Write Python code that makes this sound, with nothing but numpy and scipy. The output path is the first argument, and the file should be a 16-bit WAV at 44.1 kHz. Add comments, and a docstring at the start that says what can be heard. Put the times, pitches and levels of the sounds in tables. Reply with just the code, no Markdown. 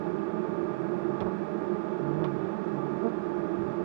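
"""A crowd of honey bees hums in a wooden hive: each wing beat is a pulse, coloured by resonances of the box.
This is heard in the right microphone, inside the box. Near it a few bees fan or buzz (wing harmonics),
some brush against it (grainy noise), and there are puffs of air and a low rumble (filtered noise).
The left microphone, far quieter, hears a crowd in the open air (coloured pulses and noise)
and a few hovering bees (two harmonics each)."""
import sys
import numpy as np
from scipy import signal
from scipy.fft import rfft, irfft
from scipy.io import wavfile
from scipy.ndimage import uniform_filter1d

SR = 44100
rng = np.random.default_rng(int(sys.argv[2]) if len(sys.argv) > 2 else 0)


def int16_out(signal):
    """Quantize to a 16-bit WAV file."""
    q = np.round(np.clip(np.atleast_2d(signal).T, -1, 1) * 32767)
    wavfile.write(sys.argv[1], SR, q.astype(np.int16))


N = 169344  # length of the sound in samples


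def amp(db):
    """Turns decibels into a plain multiplier."""
    return 10 ** (np.asarray(db) / 20)


def evened(x):
    """Scales a signal to an average (rms) strength of 1."""
    return x / np.sqrt(np.mean(x ** 2) + 1e-20)


def read(points, hz):
    """Reads a curve of (frequency, value) points, with straight lines over log frequency."""
    f, value = np.transpose(points)
    return np.interp(np.log(hz + 1), np.log(f + 1), value)


def coloured(x, points):
    """Filters x by a spectrum in dB."""
    hz = np.fft.rfftfreq(len(x), 1 / SR)
    return irfft(rfft(x) * amp(read(points, hz)), len(x))


def drift(t, top_hz, count):
    """Slow random curves, one row each: sums of 12 sines, with an rms of 1 over all rows."""
    shape = (12, count, 1)
    f = np.geomspace(top_hz / 10, top_hz, 12)[:, None, None] * rng.uniform(.8, 1.25, shape)
    sines = np.sin(2 * np.pi * (f * t + rng.random(shape)))
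    return evened((sines / np.sqrt(f)).sum(0))  # slower sines are stronger


def hive():
    """The main hum: the wing beats of 42 bees, heard through the box."""
    level_db = -28
    bees = crowd(149.94, 221.72, rustle=0.64, count=42)
    return amp(level_db) * evened(in_box(bees))


def crowd(low_hz, high_hz, rustle, count):
    """One pulse per wing beat for each bee, pitch and nearness drifting, plus the rustle of bodies as noise."""
    wander, wander_hz = .035, 5.0  # pitch drift (rms, as a share of the pitch) and its speed
    swell_db, swell_hz = 4.5, 7.0  # level drift (rms, before balancing the bees) and its speed
    beat_jitter_s = 0.00011
    step = .002  # seconds between points of the drift curves
    t = np.arange(0, N / SR + step, step)
    centre_hz = np.linspace(low_hz, high_hz, count)[:, None]
    hz = centre_hz * (1 + wander * drift(t, wander_hz, count=count))
    turns = np.cumsum(hz, 1) * step + rng.random((count, 1))
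    level = amp(swell_db * drift(t, swell_hz, count=count))
    level = level / np.sqrt(np.mean(level ** 2, 0))  # as some bees come near, others leave
    jitter = beat_jitter_s * rng.standard_normal((count, 1200))
    out = np.zeros(N + 2)
    for turn, gain, late in zip(turns, level, jitter):
        # a wing beat falls on each whole turn
        beats = np.interp(np.arange(np.ceil(turn[0]), turn[-1]), turn, t)
        at = (beats + late[:len(beats)]) * SR % N
        size = np.interp(beats, t, gain)
        # share each pulse between the two nearest samples
        np.add.at(out, at.astype(int), size * (1 - at % 1))
        np.add.at(out, at.astype(int) + 1, size * (at % 1))
    out = out[:N] - out.mean()
    return evened(out) + rustle * rng.standard_normal(N)


def in_box(x):
    """The box strengthens its own air resonances, over a mostly falling slope."""
    # air resonances of the box: (frequency [Hz], width [Hz], relative level [dB])
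    resonances = [(202.8, 21, -8.5), (345.9, 55.3, 1.5), (605, 74, -12.5), (856, 69.4, -12),
                  (1199, 52, -13.5), (1284, 55, -30.5), (1420, 58, -23.5), (1654, 80, -25),
                  (1838, 190, -33.5), (2315, 74, -36.5), (2615, 78, -37.5), (3430, 450, -47.5)]
    # sound between the resonances: (frequency [Hz], relative level [dB])
    box_floor = [(60, -35.5), (125, -17), (140, -16.5), (170, -8.5), (215, -9.5), (260, -10), (440, -10),
                 (485, -18), (680, -19), (750, -21), (970, -26.5), (1130, -21), (1520, -29.5),
                 (2070, -40.5), (2250, -38.5), (3000, -48.5), (5000, -55.5), (8000, -67), (12000, -78)]
    hz = np.fft.rfftfreq(N, 1 / SR)
    power = amp(read(box_floor, hz)) ** 2
    for f, width, db in resonances:
        power = power + amp(db) ** 2 / (1 + (2 * (hz - f) / width) ** 2) ** 2
    return irfft(rfft(x) * np.sqrt(power), N)


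def near_bees():
    """Fanning bees hold a low, wavering note; passing bees swell and fade within a few beats."""
    # low bees fanning near the right microphone, one list per bout:
    # (time [s], wing beat [Hz], level before the harmonic levels [dB])
    fanning = [
        [(.65, 137.2, -53), (.8, 135.3, -47.5), (1.0, 138.7, -53.5), (1.12, 138.6, -45), (1.26, 139, -49)],
        [(1.97, 146.6, -47), (2.05, 143, -40.5), (2.12, 145.2, -38), (2.21, 160.2, -36.5), (2.26, 153.8, -35),
         (2.3, 138.8, -42.5), (2.38, 140.7, -42.5), (2.46, 133, -51)],
        [(2.7, 136.4, -50), (2.77, 140.1, -41.5), (2.89, 144.2, -44.5), (3.0, 143.6, -48)],
        [(3.62, 150, -50.5), (3.7, 134.6, -44), (3.76, 127, -57)],
    ]
    # harmonics of a fanning bee: (multiple of wing beat, relative level [dB])
    fan_harmonics = [(1, 5.5), (2, 0.5), (3, -4), (4, -7.5), (5, -16), (6, -14.5)]
    # short buzzes passing the right microphone: (peak time [s], time from silence to peak [s], wing beat [Hz],
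    # level of first harmonic [dB], lift of overtones [dB per harmonic], pitch flutter [rms share of pitch])
    buzzes = [(1.22, 0.02, 205.7, -26.5, 1.5, 0.06), (1.277, 0.031, 203, -30, 2, 0.09),
              (2.223, 0.027, 185, -33.5, 0.8, 0.06), (2.253, 0.024, 190, -34.5, 3.5, 0.06),
              (3.059, 0.051, 226, -25, 0, 0.01), (3.677, 0.018, 194.8, -28, -3.5, 0)]
    # harmonics of a passing bee, before the lift: (multiple of wing beat, relative level [dB])
    buzz_harmonics = [(1, 0), (2, -2.5), (3, -9.5), (4, -17.5), (5, -20), (6, -21.5), (7, -30.5)]
    fade_s, glide = 0.031, .04  # glide: each buzz rises from 4 % below its pitch to 4 % above
    t, out = np.arange(N) / SR, np.zeros(N)
    shake = evened(uniform_filter1d(rng.standard_normal(N), size=200))
    for rows in fanning:
        s, hz, db = np.transpose(rows)
        edge = np.clip(np.minimum(t - s[0], s[-1] - t) / fade_s, 0, 1)
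        out += edge * wings(np.interp(t, s, hz), np.interp(t, s, db), fan_harmonics)
    for s, length, hz, db, lift_db, flutter in buzzes:
        u = np.clip((t - s) / length, -1, 1)  # -1 at the start, 0 at the peak, 1 at the end
        swell = np.cos(np.pi * u / 2) ** 2
        pitch = hz * (1 + glide * u + flutter * shake)
        lifted = [(k, d + lift_db * (k - 1)) for k, d in buzz_harmonics]
        out += swell * wings(pitch, db, lifted)
    return out


def wings(hz, level_db, harmonics):
    """A single near bee: harmonics of the wing beat, adding up to a downward pulse."""
    turn = 2 * np.pi * (np.cumsum(hz) / SR + rng.random())
    pulse = sum(amp(db) * np.cos(k * turn) for k, db in harmonics)
    return -np.sqrt(2) * amp(level_db) * pulse


def brushes():
    """Short scratches: a quick, ringing start, a brief hold, then a duller grainy fade."""
    # brushes on the microphone: (time [s], level [dB], fade time [s])
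    touches = [(1.204, -45.5, .014), (2.240, -45, .017), (2.445, -60, .016), (3.086, -61, .010)]
    # colour of the scratch: (frequency [Hz], relative level [dB])
    scratch_colour = [(150, -13.5), (600, 4), (1200, 1.5), (2300, 12), (3000, 3.5), (4000, -1),
                      (4600, -13.5), (5100, -7), (6000, -16), (9000, -36)]
    # colour of the bright ring at first touch: (frequency [Hz], relative level [dB])
    ring_colour = [(1500, -39), (2900, -14.5), (3350, 6), (3800, -11), (5100, -17.5), (7000, -39.5)]
    rise_s, hold_s = .0012, 0.0032  # hold is counted from the start of the rise
    ring_db, ring_fade_s = -2.5, .005  # ring level is relative to the scratch
    crackle_db = 2.5  # rms unevenness of the grain
    t, (shape, ring) = np.arange(N) / SR, np.zeros((2, N))
    for s, db, fade in touches:
        u = np.maximum(t - s, 0)
        start = amp(db) * np.minimum(u / rise_s, 1)
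        after = np.maximum(u - hold_s, 0)
        shape += start * np.exp(-after / fade)
        ring += start * np.exp(-after / ring_fade_s)
    crackle = evened(uniform_filter1d(rng.standard_normal(N), size=60))
    grain = amp(crackle_db * crackle) * rng.standard_normal(N)
    scratch = shape * evened(coloured(grain, scratch_colour))
    return scratch + amp(ring_db) * ring * evened(coloured(grain, ring_colour))


def rumble():
    """Low lumpy noise in the box, and puffs of air from wings near the microphone."""
    # colour of the rumble: (frequency [Hz], relative level [dB])
    rumble_colour = [(20, -14.5), (50, -8), (80, -0.5), (120, 6), (200, -25.5), (400, -50), (2000, -110)]
    # puffs of air: (peak time [s], level [dB], time from the peak down to 1/e [s])
    air_puffs = [(.51, -60, 0.024), (1.242, -37, 0.042), (1.307, -57, 0.033), (2.07, -45, 0.028),
                 (2.22, -48, 0.037), (2.403, -55, 0.023), (3.632, -41.5, 0.081)]
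    # colour of the puffs: (frequency [Hz], relative level [dB])
    puff_colour = [(20, -11), (60, -0.5), (120, 10.5), (250, -15.5), (500, -47.5), (2000, -110)]
    level_db, gust_db = -55.5, -4  # the level drifts up to 4 dB either way
    t, s = np.arange(0, N, 64) / SR, np.arange(N) / SR
    gust = gust_db * np.tanh(np.interp(s, t, drift(t, 13.0, count=1)[0]))
    puffs = sum(amp(db) * np.exp(-((s - at) / length) ** 2) for at, db, length in air_puffs)
    low, air = rng.standard_normal((2, N))
    lumps = amp(level_db + gust) * evened(coloured(low, rumble_colour))
    return lumps + puffs * evened(coloured(air, puff_colour))


def yard():
    """The crowd outside and a few hovering bees whose second harmonic stands out."""
    # colour of the open air crowd: (frequency [Hz], relative level [dB])
    yard_colour = [(25, -30.5), (51, -12), (62, -17.5), (88, -14.5), (101, -5), (112, -7), (140, -2.5),
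                   (170, -4.5), (197, 4), (215, -4.5), (255, -6.5), (275, -8.5), (430, -2.5), (550, -10),
                   (1000, -12), (2000, -23.5), (4000, -38.5), (8500, -54), (11000, -51.5)]
    # bees hovering near the left microphone: (wing beat [Hz], middle level of second harmonic [dB])
    hovers = [(218, -62), (192, -67), (225, -66)]
    crowd_db, hover_swell_db = -52, 4.0
    bees = crowd(119, 252.4, rustle=6.6, count=14)
    out = amp(crowd_db) * evened(coloured(bees, yard_colour))
    t = np.arange(0, N, 64) / SR
    for hz, db in hovers:
        pitch, near = [np.interp(np.arange(N) / SR, t, c) for c in drift(t, 2.1, count=2)]
        turn = 2 * np.pi * np.cumsum(hz * (1 + .008 * pitch)) / SR
        tone = amp(-8.5) * np.sin(turn) + np.sin(2 * turn)
        out += amp(db + hover_swell_db * near) * tone
    return out


def scene():
    """Left: the open air. Right: everything in the box."""
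    right = hive() + near_bees() + brushes() + rumble()
    return np.array([yard(), right])


def record(dry):
    """Band limit of the recorder: a steep filter takes away the treble above its edge."""
    edge_hz = 11990
    low_pass = signal.firwin(1023, edge_hz, window=("kaiser", 9), fs=SR)
    return signal.oaconvolve(dry, low_pass[None], "same")


dry = scene()
out = record(dry)
int16_out(out)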